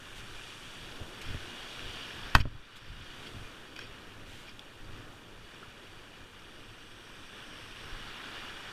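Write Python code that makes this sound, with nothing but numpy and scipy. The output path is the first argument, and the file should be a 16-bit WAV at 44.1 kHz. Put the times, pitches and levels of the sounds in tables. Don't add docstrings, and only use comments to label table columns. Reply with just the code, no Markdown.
import sys
import numpy as np
from scipy import signal
from scipy.fft import rfft, irfft, next_fast_len
from scipy.io import wavfile
from scipy.ndimage import uniform_filter1d, map_coordinates

SR = 44100
rng = np.random.default_rng(int(sys.argv[2]) if len(sys.argv) > 2 else 0)


def bounce(signal):
    frames = np.transpose(np.atleast_2d(signal))
    limited = np.clip(frames, -1, 1)
    pcm = np.round(limited * 32767).astype(np.int16)
    wavfile.write(sys.argv[1], SR, pcm)


N = 384552
TOP_HZ = 15300

# pitch_hz, level_db, t60_s
REEL_MODES = [(1480, -16, .012), (2510, -5, 0.041), (3330, 4, 0.0099), (4740, -5, 0.019),
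              (5460, -1, 0.0079), (6800, -11, 0.0055), (9750, -23, 0.0037)]


def surf():
    # time_s, surge_db
    surge_points = [(0, 4.5), (0.22, 5), (0.55, 2), (1.1, 4.4), (1.3, 8), (1.7, 4), (2.28, 9.5),
                    (3.25, 4.5), (3.55, 3), (4.3, 1.7), (4.75, 0.1), (5.0, 3.5), (5.25, -0.8), (5.6, 2.4),
                    (6.3, 1.0), (7.2, 1.6), (8.3, 11), (8.72, 9)]
    # frequency_hz, density_db (per Hz)
    roar_spectrum = [(50, -7), (120, -0.5), (200, 0), (330, 2), (480, -1.5), (700, -7), (1100, -11),
                     (2500, -33)]
    wash_spectrum = [(350, -43), (700, -12.5), (1050, -3.5), (1500, 2), (1900, 2), (2600, -3.5),
                     (4500, -34), (10000, -50)]
    shingle_spectrum = [(900, -7), (1700, -3), (2400, -3.5), (3200, -1.5), (4100, -3.5), (5500, -12),
                        (7000, -27.5), (11000, -32)]
    fizz_spectrum = [(3000, -35), (6000, 3.5), (8500, 3.5), (10500, -2.5), (12000, -7.5), (13700, -16),
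                     (15200, -11)]
    # peak_s, length_s, level_db
    breakers = [(1.0, 0.27, -52.5), (1.35, 0.37, -54), (2.1, 0.6, -55), (3.4, .6, -56.5), (4.25, 0.43, -59),
                (5.05, 0.56, -59), (8.35, 0.38, -56)]
    # peak_s, length_s, level_db
    backwash = [(.43, 0.15, -54.5), (.75, 0.7, -52), (1.9, .65, -47), (3.05, .45, -53.5), (5.75, 0.24, -67),
                (7.75, 1.17, -55.5)]
    # peak_s, length_s, level_db
    foam = [(.55, 0.88, -62), (1.75, 0.77, -62), (3.25, 0.41, -66.5), (7.6, 1, -69), (8.65, 0.29, -70)]

    surge_db = curves(surge_points)[0] + 0.5 * wobble(rate_hz=12)
    bubbles = grains(count=5000, pitch_hz=1267, spread=0.397, cycles=3.3, scatter_db=0)
    pebbles = grains(count=9000, pitch_hz=3660, spread=0.553, cycles=2.2, scatter_db=2.0)

    roar = coloured(rush(patchy_db=0.9), roar_spectrum)
    wash = coloured(rush(patchy_db=0.7) + 0.29 * bubbles, wash_spectrum)
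    shingle = coloured(rush(patchy_db=1.16) + 0.36 * pebbles, shingle_spectrum)
    fizz = coloured(rng.standard_normal(N) + 0.49 * pebbles, fizz_spectrum)

    roar *= voice_gain(surge_db, lull_db=-57.5, growth=0.25, extra_power=swells(breakers))
    wash *= voice_gain(surge_db, lull_db=-59, growth=1.045)
    shingle *= voice_gain(surge_db, lull_db=-58.5, growth=0.91, extra_power=swells(backwash))
    fizz *= voice_gain(surge_db, lull_db=-70, growth=0.52, extra_power=swells(foam))
    return roar + wash + shingle + fizz


def voice_gain(surge_db, lull_db, growth, extra_power=0):
    return np.sqrt(amp(lull_db + growth * surge_db) ** 2 + extra_power)


def knock():
    # start_s, level_db, hardness_hz (cut-off)
    contacts = [(2.3516, -1, 15000), (2.3537, -28, 5000), (2.3606, -14.5, 3000), (2.454, -20.5, 900)]
    # pitch_hz, level_db, t60_s
    shell_modes = [(1010, -19, 0.016), (1103, -1, 0.018), (1336, -0.5, 0.014), (1520, -4, 0.032),
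                   (1810, -6.5, 0.024), (2550, -4.5, 0.014), (3120, -7, 0.01), (4530, -14.5, 0.019),
                   (5600, -20, 0.0095), (6250, -16, 0.011), (7770, -21, .009), (11100, -20, 0.0046),
                   (14520, -23, .005)]
    # frequency_hz, density_db (per Hz)
    crack_spectrum = [(200, -5), (600, 0), (1100, -10), (2500, 7), (4500, 4), (6500, -4), (9000, -23),
                      (15000, -17)]

    out, t = np.zeros(N), np.arange(SR // 10) / SR
    shell = signal.lfilter(*signal.butter(2, 850, "high", fs=SR), ring(shell_modes, t))
    for start_s, level_db, hardness_hz in contacts:
        crack = coloured(rng.standard_normal(len(t)), crack_spectrum) * np.exp(-t / 0.0019)
        rattle = signal.fftconvolve(rng.standard_normal(len(t)), shell)[:len(t)]
        chatter = unit(rattle) * np.exp(-t / 0.02)
        blow = softened(0.53 * shell + 0.22 * crack + 0.096 * chatter, hardness_hz)
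        add(out, start_s, amp(level_db) * blow)
    return out


def bumps():
    # start_s, peak_db, hardness_hz (cut-off)
    contacts = [(1.014, -31, 400), (1.274, -41, 300), (1.307, -32, 250), (1.346, -25.5, 500),
                (2.3492, -23.5, 150), (2.3524, -7.5, 320), (2.367, -14, 700), (2.385, -17, 450),
                (2.403, -7, 128), (2.422, -12, 110), (2.455, -12.5, 800), (2.47, -22, 400),
                (2.551, -28, 160), (3.347, -34, 150), (3.392, -35.5, 150), (4.897, -44, 150),
                (5.68, -43, 213), (6.21, -43, 200), (7.926, -33, 45)]
    # pitch_hz, level_db, t60_s
    mount_modes = [(30, -1.5, 0.15), (56, -18, 0.092), (89, -2.5, 0.1), (123, -4, 0.077), (246, -1, 0.028),
                   (384, -12, 0.028), (570, -5.5, .022)]

    out, t = np.zeros(N), np.arange(SR // 3) / SR
    for start_s, peak_db, hardness_hz in contacts:
        thud = softened(ring(mount_modes, t), hardness_hz)
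        add(out, start_s, amp(peak_db) * thud / np.abs(thud).max())
    return out


def rubs():
    # start_s, length_s, level_db, reel_share (of power, 0-1)
    strokes = [(0.155, 0.075, -51, 0.02), (1.214, 0.02, -44, 0), (1.23, 0.17, -50.5, 0.44),
               (2.348, 0.028, -30.5, 0.5), (2.373, 0.058, -39, 0.03), (2.399, 0.025, -29, 0.66),
               (2.757, 0.036, -46.5, 0), (3.26, 0.037, -48.5, 0.4), (3.759, 0.02, -49, 0.4),
               (3.774, 0.12, -50, 0.5), (4.258, 0.34, -55.5, 0), (4.466, 0.073, -55, 0.9)]
    # frequency_hz, density_db (per Hz)
    cloth_spectrum = [(200, -16), (700, -11), (1500, 2), (3200, 7.5), (5500, -4.5), (8000, -6.5),
                      (15000, -18)]

    out = np.zeros(N)
    slips = rng.standard_normal(N) * amp(2.1 * wobble(rate_hz=600))
    cloth = coloured(slips, cloth_spectrum)
    reel_ring = ring(REEL_MODES, np.arange(SR // 20) / SR)
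    metal = unit(signal.fftconvolve(slips, reel_ring)[:N])
    for start_s, length_s, level_db, reel_share in strokes:
        first = round(start_s * SR)
        span = slice(first, first + int(length_s * SR))
        stroke = np.sqrt(1 - reel_share) * cloth[span] + np.sqrt(reel_share) * metal[span]
        pressure = np.sin(np.pi * np.sqrt(np.linspace(0, 1, len(stroke))))
        add(out, start_s, amp(level_db) * pressure * stroke)
    return out


def ticks():
    # start_s, level_db, pitch_hz, reel_gain
    clicks = [(3.764, -39, 2420, .5), (3.791, -31.5, 1600, 0.33), (4.485, -39, 2370, .1),
              (4.4932, -46, 4930, .5), (4.594, -40, 3440, 0.58), (4.846, -51, 4600, .3),
              (5.546, -53, 5540, 0.35), (5.6295, -37, 1360, .02)]

    out, t = np.zeros(N), np.arange(SR // 20) / SR
    reel_ring = ring(REEL_MODES, t)
    for start_s, level_db, pitch_hz, reel_gain in clicks:
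        part = np.exp(-t / 0.0032) * np.sin(2 * np.pi * pitch_hz * t)
        add(out, start_s, amp(level_db) * (part + reel_gain * reel_ring))
    return out


def wind():
    # peak_s, length_s, level_db (before the rumble's own gains)
    gusts = [(.25, 0.15, -53), (.8, 0.26, -56.5), (1.33, 0.12, -47), (1.87, 0.15, -51.5), (2.28, 0.13, -51),
             (2.52, 0.13, -43.5), (2.97, 0.29, -53.5), (3.38, .1, -51), (3.9, 0.16, -57), (4.27, .2, -57),
             (4.98, 0.17, -53), (7.92, 0.31, -58)]
    # frequency_hz, density_db (per Hz)
    rumble_spectrum = [(10, 0.5), (28, -2.5), (50, -17.5), (75, -14.5), (110, -8.5), (160, -22.5),
                       (300, -28), (900, -64)]

    breeze_power = amp(-63) ** 2
    gust = np.sqrt(breeze_power + swells(gusts)) * amp(1.0 * wobble(rate_hz=8.2))
    rumble = coloured(rush(patchy_db=1.4), rumble_spectrum)
    deep = unit(softened(rush(patchy_db=5.0), cut_hz=45))
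    return gust * (2.35 * rumble + 2.5 * deep * gust / gust.max())


def past_hand(x):
    # time_s, echo_gain
    hand_points = [(6.3, 0), (6.9, 0.4), (7.7, 0.5), (8.05, 0)]
    delay_s, low_hz, high_hz = 0.000357, 4800, 9000

    def echo_response(hz):
        small_surface = 1 - 1 / (1 + (hz / low_hz) ** 6)
        skin = 1 / (1 + (hz / high_hz) ** 8)
        return small_surface * skin * np.exp(-2j * np.pi * hz * delay_s)

    echo_gain, = curves(hand_points)
    return x + echo_gain * filtered(x, echo_response)


def through_case(x):
    # centre_hz, width_hz, gain_db
    resonances = [(1440, 300, 1), (2064, 310, -5), (2420, 87, 4.5), (2884, 130, 6), (3370, 530, 4),
                  (4130, 570, -5), (4690, 200, 6), (4920, 290, -5), (5630, 410, 4.5), (6100, 250, -3.5),
                  (6230, 220, 3), (7650, 570, -2), (11500, 900, 3), (14600, 800, -2.5)]
    for centre_hz, width_hz, gain_db in resonances:
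        sharpness = centre_hz / width_hz * amp(gain_db / 2)
        band = signal.lfilter(*signal.iirpeak(centre_hz, sharpness, fs=SR), x)
        x = x + (amp(gain_db) - 1) * band
    return x


def gain_control(x):
    threshold_db, attack_s, recover_db_per_s = -20.5, 0.028, 13.5
    power = np.abs(uniform_filter1d(x ** 2, size=SR // 100))
    level_db = 10 * np.log10(power + 1e-12)
    recovery_db = recover_db_per_s * np.arange(N) / SR
    excess_db = np.maximum(level_db - threshold_db, 0)
    cut_db = np.maximum.accumulate(excess_db + recovery_db) - recovery_db
    keep = np.exp(-1 / (attack_s * SR))
    return x * amp(-signal.lfilter([1 - keep], [1, -keep], cut_db))


def rush(patchy_db):
    bins = signal.stft(rng.standard_normal(N), nperseg=512)[2]
    field = uniform_filter1d(rng.standard_normal(bins.shape), size=7, axis=0)
    field = uniform_filter1d(field, size=12, axis=1)
    patchy = bins * amp(patchy_db * unit(field))
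    return unit(signal.istft(patchy, nperseg=512)[1][:N])


def grains(count, pitch_hz, spread, cycles, scatter_db):
    t = np.arange(SR // 200) / SR
    start = rng.integers(0, N, (count, 1))
    hz = np.minimum(pitch_hz * np.exp(spread * rng.standard_normal((count, 1))), TOP_HZ)
    size = amp(scatter_db * np.minimum(rng.exponential(size=(count, 1)), 5))
    rings = size * np.exp(-hz * t / cycles) * np.sin(2 * np.pi * hz * t)
    index = start + np.arange(len(t))
    return unit(np.bincount(index.ravel(), rings.ravel(), N)[:N])


def swells(rows):
    t, rise = np.arange(N) / SR, 0.52
    power = np.zeros(N)
    for peak_s, length_s, level_db in rows:
        half_s = length_s * np.where(t < peak_s, rise, 1 - rise)
        power += amp(level_db) ** 2 * 0.5 ** (((t - peak_s) / half_s) ** 2)
    return power


def ring(modes, t):
    return sum(amp(db - 60 * t / t60) * np.sin(2 * np.pi * hz * t) for hz, db, t60 in modes)


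def softened(x, cut_hz):
    return signal.lfilter(*signal.butter(2, min(cut_hz, TOP_HZ), fs=SR), x)


def coloured(x, spectrum):
    f, db = np.transpose(spectrum)
    return unit(filtered(x, lambda hz: amp(np.interp(np.log(hz + 1), np.log(f), db))))


def filtered(x, response):
    m = next_fast_len(len(x) + SR // 4)
    return irfft(rfft(x, m) * response(np.fft.rfftfreq(m, 1 / SR)), m)[:len(x)]


def wobble(rate_hz):
    knots = rng.standard_normal(int(N * rate_hz / SR) + 4)
    return map_coordinates(knots, [np.arange(N) * rate_hz / SR])


def curves(rows):
    time_s, *columns = np.transpose(rows)
    return [np.interp(np.arange(N) / SR, time_s, column) for column in columns]


def add(track, start_s, sound):
    part = track[round(start_s * SR):][:len(sound)]
    part += sound[:len(part)]


def amp(db):
    return 10 ** (np.asarray(db) / 20)


def unit(x):
    return x / np.sqrt(np.mean(x ** 2) + 1e-20)


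def scene():
    sea = through_case(past_hand(surf()))
    handling = knock() + bumps() + rubs() + ticks()
    return (sea + handling + wind())[None]


def record(dry):
    x = gain_control(dry[0])
    x = x / (1 + x ** 6) ** (1 / 6)
    return filtered(x, lambda hz: hz < TOP_HZ)[None]


dry = scene()
out = record(dry)
bounce(out)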